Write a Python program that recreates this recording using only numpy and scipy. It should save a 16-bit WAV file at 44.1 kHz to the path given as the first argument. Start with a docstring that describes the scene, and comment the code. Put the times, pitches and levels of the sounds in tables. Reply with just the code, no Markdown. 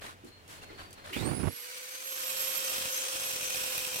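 """A glove rubs and bumps on an angle grinder as a hand picks it up in a quiet workshop.
The switch closes: the gears jolt, the motor winds up, and its cooling air buffets the right microphone.
The tool comes closer, its motor whining over the rush of the fan and the rattle of the gears.
Then the disc bites into a steel rod held in a vise: grit rasps, the rod rings and the motor slows a bit."""
import sys
import numpy as np
from scipy import signal
from scipy.fft import rfft, irfft
from scipy.io import wavfile
from scipy.ndimage import map_coordinates

SR = 44100
rng = np.random.default_rng(int(sys.argv[2]) if len(sys.argv) > 2 else 0)


def put_to_file(sound):
    """Save the sound as 16-bit audio at rate SR, in the file named by the first command-line argument."""
    columns = np.atleast_2d(sound).T  # one column per channel
    safe = np.clip(columns, -1, 1)
    whole_steps = np.round(safe * 32767)
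    wavfile.write(sys.argv[1], SR, whole_steps.astype(np.int16))


N = 176400
TIME, FREQS = np.arange(N) / SR, np.fft.rfftfreq(N, 1 / SR)
LEFT_LAG_S = 0.0003738  # sound reaches the left microphone this much later


def amp(db):
    """Turns decibels into a gain."""
    return 10 ** (np.asarray(db) / 20)


def unit(x):
    """Scales a signal to an average (rms) strength of 1."""
    return x / np.sqrt(np.mean(x ** 2) + 1e-20)


def curve(table, column=1):
    """Joins the points of a time table with straight lines."""
    rows = np.array(table, float)
    return np.interp(TIME, rows[:, 0], rows[:, column])


def across_freqs(table):
    """Joins the points of a frequency table along a scale of octaves."""
    hz, value = np.transpose(table)
    return np.interp(np.log(FREQS + 1), np.log(hz + 1), value)


def angle(hz):
    """The angle, in radians, swept by something turning at a changing rate."""
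    return 2 * np.pi * np.cumsum(hz) / SR


def wander(hz):
    """Smooth random motion, mostly slower than the given rate."""
    return unit(irfft(rfft(rng.standard_normal(N)) / (1 + (FREQS / hz) ** 4), N))


def noise():
    """Two unrelated white noises, left and right."""
    return rng.standard_normal((2, N))


def grains(per_s, spread_db):
    """Two streams of random clicks of uneven size."""
    clicks = rng.choice([-1, 1], (2, N)) * (rng.random(N) < per_s / SR)
    return clicks * amp(spread_db * np.minimum(rng.exponential(1, N), 3))


def colour(x, spectrum):
    """Shapes the bass and treble of a signal, at strength 1."""
    return unit(irfft(rfft(x) * amp(across_freqs(spectrum)), N))


def ring(x, hz, width):
    """A resonance: keeps a band around one pitch, at strength 1."""
    return unit(irfft(rfft(x) / (1 + 1j * (FREQS - hz) / (0.69 * width)) ** 2, N))


def swell(start, length, peak=0.22):
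    """A rise and fall; peak (0-1) says how far along its top lies."""
    progress = np.clip((TIME - start) / length, 0, 1)
    skew = np.log(.5) / np.log(np.clip(peak, .01, .9))
    return np.sin(np.pi * progress ** skew)


def strike(start, fade_s):
    """A sudden onset that dies away."""
    age = TIME - start
    return (age >= 0) * np.exp(-abs(age) / fade_s)


def pan(db):
    """Left and right gains; a positive number favours the left."""
    return amp([[db / 2], [-db / 2]])


# How alike the two microphones sound. Each row: frequency in Hz, likeness from 0 to 1.
MIC_LIKENESS = [(40, 0.72), (250, 0.55), (500, 0.68), (1100, 0.74), (2500, 0.13), (7000, 0), (10000, 0),
                (15000, 0.5)]
def from_right(pair):
    """Turns two unrelated signals into a source that reaches the right microphone first."""
    right, other = rfft(pair)
    same = np.clip(across_freqs(MIC_LIKENESS), 0, 1)
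    left = (same * right + np.sqrt(1 - same ** 2) * other) * np.exp(-2j * np.pi * FREQS * LEFT_LAG_S)
    return irfft(np.array([left, right]), N)


# Echoes off the vise and bench. Each row: first delay in seconds, its drift per second, level in dB.
BENCH_ECHOES = [(.0013, -0.0049, -10.5), (.0034, -0.0051, -11.5), (.0071, -0.005, -13)]
def reflect(pair):
    """Adds nearby reflections whose paths change as the tool moves, at strength 1."""
    echoes = 0
    for delay, drift, db in BENCH_ECHOES:
        position = (TIME - delay - drift * TIME) * SR
        echoes += amp(db) * np.array([map_coordinates(side, [position], order=3) for side in pair])
    return unit(pair + echoes)


def room(pair, decay_s=0.19, echo_db=-9):
    """Adds the workshop's short echo, which smears gliding tones and makes steady ones waver."""
    age = TIME[:SR // 2]
    tail = noise()[:, :len(age)] * amp(-60 * age / decay_s)
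    tail /= np.linalg.norm(tail[0])
    return pair + amp(echo_db) * signal.fftconvolve(pair, tail, axes=1)[:, :N]


# The workshop's air. Each row: frequency in Hz, relative level in dB.
WORKSHOP_SPECTRUM = [(15, -29), (25, -6), (410, -8.5), (3000, -16), (4600, -22.5), (15500, -33)]
# How loud the air and drone are. Each row: time in seconds, level in dB.
WORKSHOP_LEVEL = [(0, -57.5), (.42, -57), (.55, -52), (1.45, -56.5), (1.6, -78)]
# Thin squeaks. Each row: start in seconds, length in seconds, pitch in Hz, level in dB.
SQUEAKS = [(.27, 0.16, 4230, -61.5), (.53, 0.33, 4290, -62), (.74, 0.23, 4560, -61.5),
           (0.929, 0.26, 4200, -63)]
def background():
    """Workshop air, a low drone and faint, rough squeaks."""
    air = colour(from_right(noise()), WORKSHOP_SPECTRUM)
    drone = amp(-7) * ring(from_right(noise()), hz=92.6, width=18.4)
    squeaks = sum(amp(db) * ring(noise(), hz, width=64) * np.sqrt(abs(swell(start, length, peak=0.36)))
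                  for start, length, hz, db in SQUEAKS)
    return (air + drone) * amp(curve(WORKSHOP_LEVEL)) + squeaks


# The dull body and the bright hiss of rubbing cloth. Each row: frequency in Hz, relative level in dB.
RUB_BODY = [(60, -5), (330, -0.5), (800, -0.5), (1400, 2.5), (2600, -5.5), (4200, -7), (6000, -27),
            (15000, -45)]
RUB_HISS = [(500, -2.5), (3000, -1.5), (5500, -4.5), (9000, -4.5), (12000, -8), (15600, -18)]
# Glove and sleeve rubs. Each row: start and length in seconds, body and hiss in dB, peak place (0-1).
RUBS = [(.008, 0.15, -45, -49, 0.26), (0.248, 0.073, -63, -57.5, 0.35), (0.484, 0.14, -55.5, -49.5, 0.23),
        (0.615, 0.04, -50, -52, 0.47), (0.69, 0.062, -49, -72, 0.52), (0.776, 0.11, -47, -55, 0.25),
        (0.975, 0.072, -51, -62, 0.06), (1.038, 0.15, -49, -52, 0.27)]
# Soft bumps of the tool. Each row: start in seconds, pitch in Hz, level in dB.
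BUMPS = [(0.236, 304, -48.5), (.618, 2750, -57), (.69, 2090, -55), (.7, 397, -50), (1.045, 620, -55.5),
         (1.104, 334, -47.5)]
# Ticks and snags as the hand grips. Each row: start in seconds, level in dB.
TICKS = [(.246, -54), (0.478, -50), (0.907, -50), (.929, -44.5), (.941, -59)]
def handling():
    """Cloth rubs, bumps and ticks as the tool is lifted."""
    body = reflect(colour(from_right(noise() + grains(1200, spread_db=6.5)), RUB_BODY))
    body *= amp(2 * wander(65))
    hiss = colour(noise() + grains(1000, spread_db=6.5), RUB_HISS)
    rubs = sum(swell(start, length, peak) * (amp(body_db) * body + amp(hiss_db) * hiss)
               for start, length, body_db, hiss_db, peak in RUBS)
    bumps = sum(swell(start, length=0.079, peak=0.15) * amp(db) * ring(body, hz, width=106)
                for start, hz, db in BUMPS)
    sharp_hiss = unit(np.gradient(hiss, axis=1))
    ticks = sharp_hiss * sum(amp(db) * strike(start, fade_s=0.0059) for start, db in TICKS)
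    return rubs + bumps + ticks


SWITCH_S = 1.125
POWERED_S = np.maximum(TIME - SWITCH_S, 0)  # how long the motor has had power
RUNNING = np.minimum(POWERED_S / 0.017, 1)  # a quick fade-in as the switch closes

# Cooling air hitting the microphone. Each row: time in seconds, level in dB before it overloads.
GUST_LEVEL = [(1.145, -65), (1.165, -26), (1.205, -32), (1.22, -26), (1.25, -33), (1.29, -25),
              (1.335, -27.5), (1.355, -38.5), (1.4, -28.5), (1.415, -37.5), (1.445, -26), (1.492, -24),
              (1.506, -44), (1.67, -115)]
# The rumble of that air. Each row: frequency in Hz, relative level in dB.
GUST_SPECTRUM = [(20, -40), (70, 3), (180, -0.5), (330, -3), (600, -12), (1200, -18), (2500, -26),
                 (6000, -49)]
def gust(overload_db=-18.5, left_db=-25):
    """Swirling air overloads the right microphone's opening; the strongest swirls are brightest."""
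    swirls = wander(85)
    rumble = colour(noise(), GUST_SPECTRUM)
    dull = signal.sosfilt(signal.butter(2, 450, fs=SR, output="sos"), rumble)
    level = amp(curve(GUST_LEVEL) + 2.6 * swirls) * RUNNING
    brightness = np.clip(0.99 + 0.4 * swirls, 0, 1)
    buffet = (brightness * rumble + (1 - brightness) * dull) * level
    limit = amp(overload_db)
    return limit * np.tanh(buffet / limit) * amp([[left_db], [0]])


# The knock of slack gears. Each row: frequency in Hz, relative level in dB.
JOLT_SPECTRUM = [(100, -20), (330, -15), (700, -12), (1500, -11), (2500, 3.5), (3600, -10), (6000, -18.5),
                 (15000, -19)]
def jolt():
    """The gears take up their slack in a short clatter as the motor starts."""
    clatter = colour(from_right(grains(5000, spread_db=1.0)), JOLT_SPECTRUM)
    return clatter * swell(SWITCH_S, length=0.078) * amp(-36.5) * pan(-2.9)


FIRST_HZ, FREE_HZ, WIND_UP_S = 234, 527.5, .245
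# Grinding slows the motor. Each row: time in seconds, turns per second lost.
SPEED_LOST = [(2.5, 0), (2.87, 4.4), (3.22, 2.3), (3.42, 10.5), (3.7, 13), (4, 19)]
def speed():
    """Shaft turns per second: the motor winds up towards its free speed, then sags under load."""
    return FREE_HZ - (FREE_HZ - FIRST_HZ) * np.exp(-POWERED_S / WIND_UP_S) - curve(SPEED_LOST)


# The tool starts and swings closer. Each row: time in seconds, relative level in dB.
TOOL_LEVEL = [(1.12, -80), (1.16, -42.5), (1.22, -42), (1.33, -47.5), (1.48, -48), (1.7, -43), (2.02, -43),
              (2.2, -37.5), (2.4, -34.5), (2.65, -34.5), (3.05, -35), (3.35, -35.5), (3.7, -34.5),
              (3.97, -37)]
# The rush of fan and gears. Each row: frequency in Hz, relative level in dB.
FAN_SPECTRUM = [(40, -37), (130, -23.5), (260, -13), (400, -8.5), (800, -10), (1050, -2.5), (1500, -2.5),
                (2000, -5.5), (2700, -1), (4200, -3), (6800, -5), (8700, -1), (10000, -6), (11500, -6),
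                (13500, -8.5), (15600, -12)]
# Ringing of the gear housing and disc guard, then what is heard instead while the tool is turned away.
# Each row: pitch in Hz, width in Hz, level in dB compared with the rush.
HOUSING_RINGS = [(2590, 400, -15), (3160, 100, -16.5), (5540, 450, -11.5), (7480, 420, -13.5)]
AWAY_RINGS = [(1520, 93, -15.5), (2260, 530, -8.5), (4500, 710, -10.5)]
# The tool's head turns to the microphones. Each row: time in seconds, from 0 (away) to 1 (facing).
FACING = [(1.98, 0), (2.15, 0.99)]
def fan_and_gears(shaft_hz):
    """Air rushes, gears rattle in time with the shaft and the housing rings; speed brightens it all."""
    throb = 1 + 0.67 * np.cos(angle(shaft_hz))
    air_and_rattle = from_right(noise() + amp(-5) * unit(grains(1600, spread_db=2.5)) * throb)
    shake = from_right(noise())
    head, away = (sum(amp(db) * ring(shake, hz, width) for hz, width, db in table)
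                  for table in (HOUSING_RINGS, AWAY_RINGS))
    rush = colour(air_and_rattle, FAN_SPECTRUM) + away + (head - away) * curve(FACING)
    dull = signal.sosfiltfilt(signal.butter(2, 4500, fs=SR, output="sos"), rush)
    treble = (rush - dull) * (shaft_hz / FREE_HZ) ** 0.69
    level = amp(curve(TOOL_LEVEL) - 1 + 1.1 * wander(82))
    return reflect(dull + treble) * level * RUNNING * pan(-1.5)


def growl(tooth_hz, width_hz=160, fade_db_per_s=67):
    """Loaded gears: rough noise around the rate at which teeth meet, fading as the disc speeds up."""
    rough = wander(width_hz) + 1j * wander(width_hz)
    band = (rough * np.exp(1j * angle(tooth_hz))).real
    return band * amp(-48.5 - fade_db_per_s * POWERED_S) * pan(-14)


def tone(hz, level_db, pan_db, flutter_db, blur):
    """One tone whose level and phase waver at each microphone with the reflections."""
    sides = []
    for lag in (LEFT_LAG_S, 0):
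        level = amp(level_db + flutter_db * wander(18))
        phase = angle(hz) - 2 * np.pi * hz * lag + blur * wander(35.4)
        sides.append(level * np.sin(phase))
    return np.sqrt(2) * pan(pan_db) * np.array(sides)


# The shaft's hum. Each row: cycles per turn, dB added to TOOL_LEVEL, phase blur in radians.
SHAFT_TONES = [(1, -14.5, 0.52), (2, -22, 0.21), (6, -20.5, 1.)]
# The whine is beamed, so it changes as the tool turns.
# Each row: time in seconds, relative level in dB of the whine, then of its octave.
WHINE_LEVELS = [(1.13, -70, -70), (1.18, -56, -62), (1.23, -51, -66), (1.265, -60, -37.5),
                (1.45, -67, -50.5), (1.62, -58, -45.5), (1.73, -54, -62), (1.92, -52, -58),
                (2.07, -51, -45), (2.22, -52, -43), (2.48, -48, -39), (2.7, -47, -43), (2.86, -50, -49),
                (2.95, -39.5, -38), (3.1, -46, -66), (3.32, -47, -54), (3.5, -44, -55), (3.62, -54, -50),
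                (3.97, -48, -51)]
def motor(shaft_hz, slots=12):
    """The shaft hums, the gears growl and the slotted rotor whines, all following the speed."""
    hum = sum(tone(cycles * shaft_hz, curve(TOOL_LEVEL) + db, pan_db=-2, flutter_db=1.5, blur=blur)
              for cycles, db, blur in SHAFT_TONES)
    whine_hz = slots * shaft_hz
    whine = tone(whine_hz, curve(WHINE_LEVELS) - 3, pan_db=5.5, flutter_db=2.5, blur=0.83)
    octave = tone(2 * whine_hz, curve(WHINE_LEVELS, 2) - 1.5, pan_db=-9.5, flutter_db=1.7, blur=0.32)
    rasp = 1 + .4 * wander(260)  # the whine's level shakes quickly, roughening it
    return (hum + growl(whine_hz) + room((whine + octave) * rasp)) * RUNNING


# The disc bites into the rod. Each row: start in seconds, length in seconds, relative level in dB.
BITES = [(2.683, 0.22, -43.5), (3.128, 0.26, -44), (3.385, 0.35, -42), (3.732, 0.15, -43),
         (3.896, 0.16, -45)]
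# Its hardest catches. Each row: start in seconds, relative level in dB.
CATCHES = [(2.78, -36.5), (2.82, -37), (3.158, -38), (3.335, -35.5), (3.36, -38), (3.72, -34.5),
           (3.79, -35), (3.87, -32.5), (3.931, -37), (3.959, -32)]
# Grit scraping steel. Each row: frequency in Hz, relative level in dB.
SCRAPE_SPECTRUM = [(25, -5.5), (80, 1.5), (300, -1), (700, 3), (1500, -10), (4000, 0.5), (8000, -19),
                   (12000, -1), (15600, -2)]
# The rod's own notes. Each row: pitch in Hz, width in Hz, relative level in dB.
ROD_RINGS = [(2510, 107, 2.5), (2710, 190, -1.5), (5690, 140, -2.5), (8180, 350, -0.5), (11340, 270, 1),
             (15250, 400, -5)]
# The ringing grows as the disc settles on the rod. Each row: time in seconds, relative level in dB.
ROD_LEVEL = [(2.9, -4.5), (3.4, 0.5)]
def grinding(shaft_hz, gear_ratio=3, turns_per_bounce=4, catch_fade_s=0.0031):
    """Grit rasps over the rod as the disc wobbles, bounces and catches; the rod rings and squeals."""
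    pressure = sum(amp(db) * np.sqrt(abs(swell(start, length, peak=0.41))) for start, length, db in BITES)
    disc_angle = angle(shaft_hz) / gear_ratio
    wobble = .4 * np.cos(disc_angle)  # the disc presses harder once a turn
    bounce = .55 * np.cos(disc_angle / turns_per_bounce)
    contact = unit(np.exp(wobble + bounce))
    small_catches = abs(grains(per_s=37, spread_db=3.5)[0])
    chatter = signal.lfilter([1], [1, -np.exp(-1 / (catch_fade_s * SR))], small_catches)
    hard_catches = sum(amp(db) * strike(start, catch_fade_s) for start, db in CATCHES)
    push = pressure * contact * unit(1 + chatter) + hard_catches
    grit = unit(grains(per_s=2500, spread_db=2.0)) + 0.59 * noise()
    rasp = grit * push
    scrape = colour(from_right(rasp), SCRAPE_SPECTRUM) * amp(1)
    rod = unit(sum(amp(db) * ring(rasp, hz, width) for hz, width, db in ROD_RINGS))
    rod = rod * amp(curve(ROD_LEVEL)) * pan(-2)
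    squeal = ring(noise(), hz=11380, width=150) * swell(start=3.2, length=.125, peak=0.54) * amp(-40.5)
    average_push = np.sqrt(np.mean(push ** 2))
    return (scrape + rod) * average_push + squeal


def scene():
    """All sources at the two microphones."""
    shaft_hz = speed()
    return (background() + handling() + jolt() + gust()
            + motor(shaft_hz) + fan_and_gears(shaft_hz) + grinding(shaft_hz))


def record(dry, cutoff_hz=15900):
    """Removes the very highest treble."""
    lowpass = signal.firwin(511, cutoff_hz, window=("kaiser", 9), fs=SR)
    return signal.oaconvolve(dry, lowpass[None], "same")


dry = scene()
out = record(dry)
put_to_file(out)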